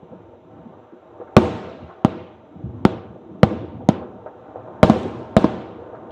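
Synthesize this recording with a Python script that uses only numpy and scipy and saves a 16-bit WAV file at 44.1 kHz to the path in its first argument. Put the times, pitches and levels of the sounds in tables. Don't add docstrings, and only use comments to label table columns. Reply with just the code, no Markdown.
import sys
import numpy as np
from scipy import signal
from scipy.fft import rfft, irfft, next_fast_len
from scipy.io import wavfile
from scipy.ndimage import uniform_filter1d

SR = 44100
rng = np.random.default_rng(int(sys.argv[2]) if len(sys.argv) > 2 else 0)


def wrap_up_sound(samples):
    columns = np.atleast_2d(samples).T
    tamed = np.clip(columns, -1, 1)
    steps = np.round(tamed * 32767).astype(np.int16)
    wavfile.write(sys.argv[1], SR, steps)


def level_to_linear(level):
    exponent = np.asarray(level, float) / 20
    return 10 ** exponent


N = 269451

# frequency in Hz, level in dB per Hz.
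HISS_SPECTRUM = [(900, -22), (1800, 2.5), (2800, 1.5), (3900, -2.5), (4400, -17), (5500, -16.5),
                 (7500, -16.5), (8200, -35.5), (10000, -28.5), (12500, -26.5), (15600, -24.5),
                 (16000, -63.5)]
# frequency in Hz, level in dB rms.
CIRCUIT_TONES = [(6050, -92.5), (12100, -109)]
# time in seconds, strength in dB, depth in dB (deeper when farther travelled).
OLD_ECHOES = [(0.0, -50.5, 2.5), (0.15, -45.5, 0), (0.41, -53, 2.5), (0.58, -45, 3.5), (0.92, -49, -10.5),
              (1.24, -45, -1), (1.6, -39, -17.5), (1.85, -43, -0.5), (2.1, -48, -17), (2.41, -50.5, -1.5),
              (2.85, -44, 12), (3.12, -49, 2), (3.61, -44.5, 11), (3.93, -47.5, 5.5), (4.5, -42.5, -3),
              (5.1, -35.5, 2), (5.449, -42, -3), (6.11, -40, -1.5)]
# frequency in Hz, level in dB per Hz.
BOOM_SPECTRUM = [(15, -74), (30, -47), (60, -12.5), (110, 2.5), (200, -6.5), (300, 3.5), (400, -18.5),
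                 (600, -61), (1500, -130)]
# frequency in Hz, level in dB per Hz.
MUTTER_SPECTRUM = [(150, -24.5), (250, -8), (400, 6.5), (600, 3.5), (900, -1.5), (1150, -13), (1500, -31),
                   (2500, -70), (5000, -130)]
# frequency in Hz, level in dB per Hz.
RATTLE_SPECTRUM = [(300, -94.5), (700, -22.5), (1050, 3.5), (1350, 3.5), (1700, -6.5), (2100, -17.5),
                   (3200, -30), (4200, -46.5), (8000, -130)]
# start in seconds, peak in dB, centre in Hz.
LAUNCH_THUDS = [(0.02, -31, 142), (0.114, -26.5, 171), (0.659, -28.5, 207), (0.925, -28.5, 340),
                (1.826, -19.5, 131), (2.561, -20, 140.5), (2.643, -10, 114), (2.721, -24, 196),
                (3.101, -21.5, 140.5), (3.3, -28, 131), (3.513, -13.5, 293), (5.198, -23, 380),
                (6.061, -28, 286)]
# start in seconds, peak in dB, centre in Hz.
FAR_SHELLS = [(0.028, -31.5, 420), (0.125, -27, 510), (0.327, -32, 517), (0.498, -50, 356),
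              (0.719, -33, 540), (1.2, -16.5, 450), (1.89, -28, 830), (2.606, -32.5, 547), (3.16, -28, 514),
              (3.354, -34, 510), (3.629, -18, 406), (3.804, -22, 560), (4.014, -21.5, 622),
              (4.261, -20, 620), (4.558, -16.5, 572), (4.676, -22, 620), (4.702, -23, 452),
              (4.959, -14, 434), (5.054, -11, 420), (5.931, -24, 584)]
# start in seconds, peak in dB, centre in Hz.
SHARP_CRACKS = [
    (1.2053, -35.5, 1140),
    (1.274, -42.5, 1370),
    (1.8988, -33, 1100),
    (4.2612, -34.5, 1330),
    (4.5608, -48, 1060),
    (5.9496, -38, 1330),
]
# start in seconds, peak in dB, centre in Hz.
SPARK_TICKS = [
    (5.032, -38, 7000),
    (5.231, -49, 5000),
    (5.256, -53, 5000),
    (5.955, -48, 3500),
    (6.107, -39, 2960),
]
# start in seconds, overload in dB, push length in ms, ground delay in ms,
# front sharpness in Hz.
SHOCK_WAVES = [
    (1.3664, 27.5, 6.3, 1.55, 1180),
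    (2.0478, 20, 2.1, 1.024, 664),
    (2.8513, 25.5, 0.98, 0.79, 722),
    (3.4313, 32.5, 2.6, 1.633, 621),
    (3.8885, 30.5, 0.76, 1.24, 375),
    (4.8299, 29, 2.2, 1.59, 721),
    (4.898, 25, 0.87, 1.01, 492),
    (5.3663, 25.5, 2.2, 1.52, 687),
    (5.443, 30.5, 0.41, 0.9, 371),
]
# near walls in dB, spray in dB, spray T60 in seconds,
# spray tilt in dB per octave.
BURST_ECHOES = [(0.5, -38.5, 1.15, -7.5), (-10.5, -47, 0.84, -12.5), (-9.5, -44, 0.56, -10.5),
                (-7, -44.5, 0.81, -10.5), (-10, -45, 0.43, -10), (0.5, -36, 0.81, -7),
                (-7.5, -48, 1.26, -5), (-3, -40.5, 0.91, -8), (-10, -58, 0.73, -15)]
# frequency in Hz, level in dB per Hz.
WALL_SPECTRUM = [(40, -15), (120, -9.5), (230, -3), (400, -9), (800, -5), (1300, -11), (2000, -31),
                 (3700, -28.5), (4600, -42), (8800, -56), (15600, -67), (16000, -100)]
# frequency in Hz, T60 in seconds.
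WALL_T60_S = [(60, 0.18), (250, 0.12), (1000, 0.044), (4000, 0.072), (12000, 0.034)]
# frequency in Hz, level in dB per Hz.
CITY_SPECTRUM = [(25, -55.5), (45, -37), (86, 1.5), (160, -1), (304, -0.5), (450, -3), (1100, -14.5),
                 (1600, -22), (2400, -51.5), (4000, -75.5), (8000, -130)]
# frequency in Hz, T60 in seconds.
CITY_T60_S = [(60, 1.3), (200, 1.04), (700, 1.14), (2000, 1)]
# frequency in Hz, level in dB per Hz.
SPRAY_SPECTRUM = [(1000, -7), (1900, 4), (3900, 2.5), (4500, -2.5), (7500, -3), (10000, -8), (15600, -21),
                  (16000, -48.5)]
# frequency in Hz, share of the spray T60.
SPRAY_T60_SHARE = [(2000, 1), (3300, 1), (5000, 0.87), (7500, 0.77), (8500, 0.55), (13000, 0.45)]
# frequency in Hz, sharpness Q.
BASS_ROLLOFFS = [(138, 0.89), (245, 0.32)]

HISS_DB, HISS_FOLLOWS = -69.5, 0.25
RATTLE_DB, RATTLE_FADES = -14, 0.35
CITY_DB, CITY_FOLLOWS = -16.5, 0.91
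STRETCH = 0.79
GRAZING_MS, GROUND_LOSS_PER_MS = 1.25, 1.005


def unit(x):
    return x / np.sqrt(np.mean(x ** 2) + 1e-20)


def along(points, hz):
    point_hz, value = np.transpose(points)
    return np.interp(np.log(hz + 1), np.log(point_hz + 1), value)


def add(track, start_s, sound):
    part = track[max(round(start_s * SR), 0):][:len(sound)]
    part += sound[:len(part)]


def filtered(x, response):
    size = next_fast_len(len(x) + 8192)
    return irfft(rfft(x, size) * response(np.fft.rfftfreq(size, 1 / SR)), size)[:len(x)]


def patchy(count, patchy_db, shape=lambda hz, t: 1, frame=256):
    hz, t, z = signal.stft(rng.standard_normal(count), SR, nperseg=frame)
    field = uniform_filter1d(rng.standard_normal(z.shape), size=3, axis=0)
    field = uniform_filter1d(field, size=6, axis=1)
    gain = level_to_linear(patchy_db * unit(field)) * shape(hz[:, None], t)
    return signal.istft(z * gain, SR, nperseg=frame)[1][:count]


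def rush(spectrum, patchy_db):
    noise = patchy(N, patchy_db, frame=2048)
    return unit(filtered(noise, lambda hz: level_to_linear(along(spectrum, hz))))


def hiss_and_whine():
    s, strength_db, _ = np.transpose(OLD_ECHOES)
    lift_db = HISS_FOLLOWS * np.interp(np.arange(N) / SR, s, strength_db - strength_db.mean())
    sound = level_to_linear(HISS_DB + lift_db) * rush(HISS_SPECTRUM, patchy_db=1.2)
    for hz, db in CIRCUIT_TONES:
        peak = [(hz - 250, -50), (hz, 0), (hz + 250, -50)]
        sound = sound + level_to_linear(db) * rush(peak, patchy_db=0.5)
    return sound


def old_echoes():
    s, *controls = np.transpose(OLD_ECHOES)
    strength_db, depth_db = (np.interp(np.arange(N) / SR, s, c) for c in controls)
    boom = level_to_linear(depth_db) * rush(BOOM_SPECTRUM, patchy_db=4.0)
    rattle = level_to_linear(RATTLE_DB - RATTLE_FADES * depth_db) * rush(RATTLE_SPECTRUM, patchy_db=1.5)
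    mutter = rush(MUTTER_SPECTRUM, patchy_db=2.0)
    return level_to_linear(strength_db) * (boom + mutter + rattle)


def distant_bangs(events, width, level_db, rise_s, t60_s, push):
    out, t = np.zeros(N), np.arange(SR // 3) / SR
    envelope = level_to_linear(-60 * t / max(t60_s, 0.02)) * (1 - np.exp(-t / rise_s))
    pulse = np.exp(-(t / rise_s - 2) ** 2 * 8)
    for start_s, db, centre_hz in events:
        def band(hz):
            s = 1j * hz
            bell = s * width * centre_hz / (centre_hz ** 2 - hz * hz + s * width * centre_hz)
            low_pass = 1 / (1 + s / (2.1 * centre_hz)) ** 4
            high_pass = (s / (s + centre_hz / 2)) ** 2
            return bell ** 2 * low_pass * high_pass

        noise = rng.standard_normal(len(t))
        smear = filtered(noise * envelope, band) / np.std(filtered(noise, band))
        blow = filtered(pulse, band)
        bang = smear - push * blow / np.abs(blow).max()
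        add(out, start_s - rise_s - 0.5 / centre_hz, level_to_linear(db + level_db) * bang)
    return out


def answer(spectrum, t60s, stretch, rise_s, patchy_db, count, tilt_db=0, bend=1):
    def colour(hz):
        return level_to_linear(along(spectrum, hz) + tilt_db * np.log2(np.maximum(hz / 3000, 1)))

    def decay(hz, t):
        return level_to_linear(-60 * (t / (stretch * along(t60s, hz))) ** bend)

    tail = filtered(patchy(count, patchy_db, decay), colour)
    colour_rms = np.sqrt(np.mean(colour(np.linspace(0, SR / 2, 4000)) ** 2))
    t = np.arange(count) / SR
    return tail / colour_rms * (1 - np.exp(-(t / rise_s) ** 2))


def front_crackle():
    t = np.arange(SR // 20) / SR
    noise = rng.standard_normal(len(t)) * level_to_linear(-60 * t / 0.006) * (1 - np.exp(-t / 0.00014))

    def ring(hz):
        s = 1j * hz
        return s * 3000 / (3500 ** 2 - hz * hz + s * 3000) / (1 + s / 6500) ** 3
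    return filtered(noise, ring)


def buildings():
    out = np.zeros(N)
    for (s, *_), (near_db, spray_db, spray_t60_s, tilt_db) in zip(SHOCK_WAVES, BURST_ECHOES):
        crackle_db = spray_db + 43.5 + 0.2 * (tilt_db + 9)
        add(out, s, level_to_linear(crackle_db) * front_crackle())
        walls = answer(WALL_SPECTRUM, WALL_T60_S, STRETCH, rise_s=0.0044, patchy_db=-2.5, count=SR // 3)
        add(out, s, level_to_linear(near_db) * walls)
        treble_t60 = [(hz, share ** (-tilt_db / 5.2)) for hz, share in SPRAY_T60_SHARE]
        spray = answer(SPRAY_SPECTRUM, treble_t60, spray_t60_s, rise_s=0.0025, patchy_db=1.9, count=SR,
                       tilt_db=tilt_db, bend=1.208)
        add(out, s, level_to_linear(spray_db) * spray)
        city = answer(CITY_SPECTRUM, CITY_T60_S, STRETCH, rise_s=0.008, patchy_db=0.5, count=SR * 3 // 2)
        add(out, s, level_to_linear(CITY_DB + CITY_FOLLOWS * near_db) * city)
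    return out


def shocks():
    def arrival(hz):
        s = 1j * hz
        wave = 0
        for start_s, db, push_ms, delay_ms, front_hz in SHOCK_WAVES:
            share = np.clip(1 - GROUND_LOSS_PER_MS * (delay_ms - GRAZING_MS), 0, 1)
            u = 2 * np.pi * s * push_ms / 1000
            push = level_to_linear(db) * push_ms / 1000 * SR * u / (1 + u) ** 2
            dulled = push / (1 + s / front_hz) ** 3
            ground = 1 + share * np.exp(-2 * np.pi * s * delay_ms / 1000)
            wave = wave - dulled * ground * np.exp(-2 * np.pi * s * start_s)
        for cut_hz, q in BASS_ROLLOFFS:
            wave = wave * s * s / (s * s + s * cut_hz / q + cut_hz * cut_hz)
        return wave
    impulse = np.arange(N) == 0
    return filtered(impulse, arrival)


def ledge(x, share, delay_ms=7.13, dull_hz=2500):
    def comb(hz):
        late = np.exp(-2j * np.pi * hz * delay_ms / 1000)
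        return 1 - share * late / (1 + (hz / dull_hz) ** 2)
    return filtered(x, comb)


def scene():
    background = old_echoes()
    thuds = distant_bangs(LAUNCH_THUDS, width=0.85, level_db=-7, rise_s=0.00495, t60_s=0.18, push=0.44)
    pops = distant_bangs(FAR_SHELLS, width=0.84, level_db=-11.5, rise_s=0.0011, t60_s=0.14, push=1.5)
    cracks = distant_bangs(SHARP_CRACKS, width=0.45, level_db=-9, rise_s=0.0004, t60_s=0.17, push=1.7)
    ticks = distant_bangs(SPARK_TICKS, width=0.52, level_db=-14, rise_s=0.00015, t60_s=0.02, push=1.5)
    scattered = ledge(background + thuds + pops + cracks + ticks + buildings(), share=0.42)
    heard = filtered(scattered, lambda hz: (1j * hz / (1j * hz + 55)) ** 2)
    direct = ledge(shocks(), share=0.058, delay_ms=6.91, dull_hz=1480)
    return (hiss_and_whine() + heard + direct)[None]


def top_cut(x):
    return signal.sosfilt(signal.butter(12, 17030, fs=SR, output="sos"), x)


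def record(dry):
    clipped = np.clip(dry[0], -1, 1)
    mix = filtered(clipped, lambda hz: 1 / (1 + (hz / 15500) ** 8))[None]
    return top_cut(mix)


dry = scene()
out = record(dry)
wrap_up_sound(out)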